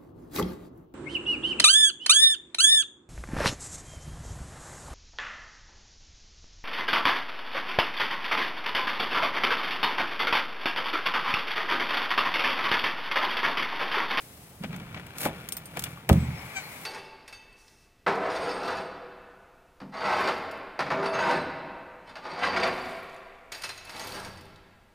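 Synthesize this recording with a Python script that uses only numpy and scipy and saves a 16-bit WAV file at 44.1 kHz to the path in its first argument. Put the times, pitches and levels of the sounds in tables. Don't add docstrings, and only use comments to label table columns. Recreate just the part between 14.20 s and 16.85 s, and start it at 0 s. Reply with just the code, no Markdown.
import sys
import numpy as np
from scipy import signal
from scipy.fft import rfft, irfft, next_fast_len
from scipy.io import wavfile
from scipy.ndimage import uniform_filter1d

SR = 44100
rng = np.random.default_rng(int(sys.argv[2]) if len(sys.argv) > 2 else 0)


def master(y):
    cut = np.clip(np.atleast_2d(y).T, -1, 1)
    pcm = np.round(cut * 32767)
    wavfile.write(sys.argv[1], SR, pcm.astype(np.int16))


N = 116865
T = np.arange(N) / SR

# (f/Hz, level/dB)
METAL_SPECTRUM = [(1500, -22), (3300, -3), (8000, -3), (13000, 0), (16000, -6)]
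CASE_SPECTRUM = [(400, -23), (1200, -2), (2700, -4), (4700, -15), (12000, -40)]
WOOD_SPECTRUM = [(90, -26), (290, 0), (800, -1), (4000, -45)]
# (f/Hz, boost/dB)
CASE_RESONANCES = [(1410, 6), (2300, 7), (3480, 4)]


def lock():
    # (t/s, metal level/dB, case level/dB, wood level/dB)
    contacts = [(.436, -45, -33, -37), (.528, -51, -40, -48), (.562, -42, -44, -48), (.598, -52, -42, -47),
                (.7445, -62, -35, -48), (.797, -53, -41, -47), (.866, -45, -47, -55),
                (.9825, -31, -43, -54), (1.032, -31, -34, -44), (1.053, -31, -26, -29),
                (1.059, -40, -33, -21), (1.2875, -30, -45, -52), (1.322, -28, -45, -58),
                (1.368, -35, -41, -56), (1.570, -34, -33, -37), (1.5925, -26, -38, -50),
                (1.622, -36, -41, -56), (1.6385, -24, -35, -60), (1.8905, -22, -23, -23),
                (1.897, -37, -25, -19), (1.928, -31, -35, -32)]
    # (spectrum, resonances, attack/s, decay/s, tail level/dB, tail decay/s)
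    parts = [(METAL_SPECTRUM, (), .0008, .0018, -15, .009),
             (CASE_SPECTRUM, CASE_RESONANCES, .0006, .003, -16, .022),
             (WOOD_SPECTRUM, (), .0015, .006, -15, .035)]
    age, out = T[:SR // 3], 0
    for part, (spectrum, resonances, attack, decay, tail_db, tail_decay) in enumerate(parts):
        fall = np.exp(-age / decay) + amp(tail_db) * np.exp(-age / tail_decay)
        envelope = (1 - np.exp(-age / attack)) * fall
        power = np.zeros(N)
        for start, *db in contacts:
            add(power, start, (amp(db[part]) * envelope / envelope.max()) ** 2)
        out = out + np.sqrt(power) * noise(spectrum, resonances)
    return out


def door():
    # (t/s, level/dB, Gaussian pulse width/ms, relative sway level/dB)
    blows = [(1.060, -34, .5, -16), (1.110, -33, 1.2, -6), (1.8977, -20, .2, -6), (1.9035, -20, .6, -2),
             (1.916, -10.5, 1.0, 0), (2.068, -27, 1.2, -4)]
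    # (f/Hz, level/dB, T60/s)
    door_modes = [(79, -6, .46), (124, -1, .44), (167, -4, .33), (214, -3, .34), (319, -5, .22),
                  (405, 2, .17), (546, 1, .16), (687, -7, .14), (1245, 3, .06)]
    sway_below_hz, thud_hz, thud_s = 135, 95, .005
    age, out = T[:SR], np.zeros(N)
    modes = [(hz, amp(db) * damped_mode(age, hz, t60)) for hz, db, t60 in door_modes]
    thud = amp(8) * np.exp(-age / thud_s) * np.cos(2 * np.pi * thud_hz * age)
    sway = thud + sum(mode for hz, mode in modes if hz < sway_below_hz)
    planks = sum(mode for hz, mode in modes if hz >= sway_below_hz)
    pulse_time = (np.arange(SR // 50) - SR // 100) / SR
    for start, db, width_ms, sway_db in blows:
        force = np.exp(-.5 * (pulse_time * 1000 / width_ms) ** 2)
        response = signal.fftconvolve(planks + amp(sway_db) * sway, force / force.sum())
        add(out, start + pulse_time[0], amp(db) * response)
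    return out


def clinks():
    # (t/s, level/dB, part)
    strikes = [(1.3222, -32, "long key"), (1.368, -35, "short key"), (1.456, -42, "long key"),
               (1.639, -29, "spring"), (1.661, -36, "spring"), (1.774, -35, "bolt")]
    metal_modes = {"long key": [(4694, -11, .04), (8888, 2, .075), (12280, 0, .07), (14540, 0, .025)],
                   "short key": [(5184, -10, .045), (8888, -5, .07), (11420, -1, .045), (14510, 3, .07)],
                   "spring": [(2850, -2, .025), (3480, -4, .03)], "bolt": [(1150, 0, .03)]}
    shimmer_db, shimmer_s = -4, .013
    age, out, shimmer = T[:SR // 3], np.zeros((2, N)), np.zeros(N)
    for start, db, part in strikes:
        for hz, mode_db, t60 in metal_modes[part]:
            offset = rng.random((2, 1)) / hz / 2
            add(out, start, amp(db + mode_db) * damped_mode(age + offset, hz, t60))
        if "key" in part:
            add(shimmer, start, amp(db + shimmer_db) * np.exp(-age / shimmer_s))
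    return out + shimmer * noise(METAL_SPECTRUM)


def scrape():
    # (t/s, blade level/dB, body level/dB)
    levels = [(.50, -68, -51), (.87, -66, -52), (.95, -60, -49), (1.003, -38, -44), (1.058, -33, -34),
              (1.10, -56, -46), (1.48, -61, -55), (1.64, -47, -48), (1.86, -66, -55)]
    # (f/Hz, boost/dB)
    blade_resonances = [(9300, 7), (11300, 6), (13800, 9)]
    roughness_db = 2.8
    grain = unit(amp(roughness_db * fluctuation(samples=90)))
    blade = fade(levels, column=1) * noise(METAL_SPECTRUM, blade_resonances)
    body = noise(CASE_SPECTRUM, CASE_RESONANCES) + amp(-4) * noise(WOOD_SPECTRUM)
    return grain * (blade + fade(levels, column=2) * body)


def rasps():
    # (centre t/s, case level/dB, wood level/dB)
    drags = [(.446, -36, -40), (.545, -43, -48), (.775, -40, -43), (1.574, -37, -37), (1.668, -39, -45)]
    swell_s, roughness_db = .010, 2.2
    case, wood = sum(amp(db)[:, None] * np.exp(-np.abs(T - centre) / swell_s) for centre, *db in drags)
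    grain = unit(amp(roughness_db * fluctuation(samples=90)))
    return grain * (case * noise(CASE_SPECTRUM, CASE_RESONANCES) + wood * noise(WOOD_SPECTRUM))


def judder():
    # (t/s, resonance f/Hz, level/dB)
    course = [(.395, 180, -62), (.412, 180, -36), (.6, 168, -41), (.74, 130, -43), (.93, 140, -52),
              (1.08, 165, -40), (1.22, 160, -53), (1.5, 160, -55), (1.62, 140, -41), (1.87, 140, -54),
              (1.91, 180, -21.5), (2.3, 125, -52)]
    times, hz, _ = np.array(course).T
    shudder = narrowband(np.interp(T, times, hz), half_width_hz=35)
    rattle = amp(-9) * noise([(270, 0), (900, -32)])
    return fade(course, column=2) * (shudder + rattle)


def hinge():
    # (t/s, fundamental f/Hz, level/dB)
    squeak = [(2.345, 850, -52), (2.370, 775, -30), (2.398, 760, -39), (2.43, 740, -54)]
    harmonics = [-8, -7, 0, -12, -16, -15, -22, -12, -17, -14]
    # (t/s, level/dB)
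    rub_levels = [(1.93, -43), (2.42, -44), (2.65, -47)]
    # (f/Hz, level/dB)
    rub_spectrum = [(80, -14), (180, 0), (330, -9), (760, -3), (1850, -7), (2230, 1), (2700, -10),
                    (8000, -27)]
    times, hz, _ = np.array(squeak).T
    jitter = 1 + .033 * fluctuation(samples=60)
    phase = 2 * np.pi * np.cumsum(np.interp(T, times, hz) * jitter) / SR
    tone = sum(amp(db) * np.sin(k * phase + rng.random((2, 1)) * np.pi / 2)
               for k, db in enumerate(harmonics, start=1))
    rub = fade(rub_levels) * noise(rub_spectrum, treble_correlation=.3)
    return unit(tone) * fade(squeak, column=2) + rub


def chirps():
    # (centre t/s, f/Hz, level/dB)
    whistles = [(2.025, 8000, -56), (2.19, 5300, -54), (2.45, 4300, -51)]
    swell_s = .04
    return sum(amp(db) * np.exp(-((T - centre) / swell_s) ** 2) * narrowband(hz, half_width_hz=110)
               for centre, hz, db in whistles)


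def sleeve():
    # (t/s, level/dB)
    levels = [(0, -50), (.4, -56), (.55, -62), (2.03, -66), (2.17, -53), (2.65, -47)]
    # (f/Hz, level/dB)
    spectrum = [(500, -8), (2000, 0), (6500, -4), (11000, 1), (16000, -4)]
    flutter = amp(fluctuation(samples=500))
    return fade(levels) * flutter * noise(spectrum, treble_correlation=.1)


def air():
    # (f/Hz, level/dB)
    spectrum = [(20, -30), (55, -2), (155, -1), (300, -10), (750, -12), (9000, -38)]
    return amp(-52) * noise(spectrum, treble_correlation=.05)


def amp(db):
    return 10 ** (np.asarray(db) / 20)


def unit(x):
    return x / np.sqrt(np.mean(x ** 2))


def fluctuation(samples):
    return unit(uniform_filter1d(rng.standard_normal(N), size=samples))


def fade(rows, column=1):
    rows = np.array(rows)
    outside = np.maximum(rows[0, 0] - T, 0) + np.maximum(T - rows[-1, 0], 0)
    return amp(np.interp(T, rows[:, 0], rows[:, column])) * np.exp(-outside / .03)


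def colour(x, spectrum, resonances=()):
    size, relative_half_width = next_fast_len(N), .028
    hz, db = np.array(spectrum).T
    f = np.maximum(np.fft.rfftfreq(size, 1 / SR), 1)
    peaks = sum(boost / (1 + ((f / centre - 1) / relative_half_width) ** 2)
                for centre, boost in resonances)
    gain = amp(np.interp(np.log(f), np.log(hz), db) + peaks)
    return irfft(rfft(x, size) * gain, size)[..., :N]


def noise(spectrum, resonances=(), treble_correlation=.5):
    size, crossover_hz = next_fast_len(N), 1300
    f = np.fft.rfftfreq(size, 1 / SR)
    incoherent = (1 - treble_correlation) * f ** 2 / (f ** 2 + crossover_hz ** 2)
    white = rfft(rng.standard_normal((3, size)))
    pair = irfft(white[0] * np.sqrt(1 - incoherent) + white[1:] * np.sqrt(incoherent), size)
    return unit(colour(pair, spectrum, resonances))


def narrowband(hz, half_width_hz):
    slow = signal.sosfilt(signal.butter(2, half_width_hz, fs=SR, output="sos"), rng.standard_normal((2, N)))
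    phase = 2 * np.pi * np.cumsum(hz * np.ones(N)) / SR
    return unit(slow[0] * np.cos(phase) + slow[1] * np.sin(phase))


def damped_mode(age, hz, t60):
    return np.cos(2 * np.pi * hz * age) * np.exp(-np.log(1000) * age / t60)


def add(out, start, sound):
    i = int(start * SR)
    out[..., i:i + sound.shape[-1]] += sound[..., :N - i]


def scene():
    key_and_lock = lock() + clinks() + scrape() + rasps()
    return key_and_lock + door() + judder() + hinge() + chirps() + sleeve() + air()


def record(dry):
    # (f/Hz, difference/dB)
    balance = [(400, -1), (1290, 2.5), (2380, 7.5), (4400, 2.5), (8120, 7), (13000, -5)]
    lag_samples, bottom_hz, top_hz = 5, 30, 15800
    left = colour(dry[0], [(hz, db / 2) for hz, db in balance])
    right = colour(dry[1], [(hz, -db / 2) for hz, db in balance])
    pair = np.array([np.pad(left, (lag_samples, 0))[:N], right])
    pair = signal.sosfilt(signal.butter(2, bottom_hz, "high", fs=SR, output="sos"), pair)
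    return signal.sosfilt(signal.ellip(10, .2, 80, top_hz, fs=SR, output="sos"), np.clip(pair, -1, 1))


dry = scene()
out = record(dry)
master(out)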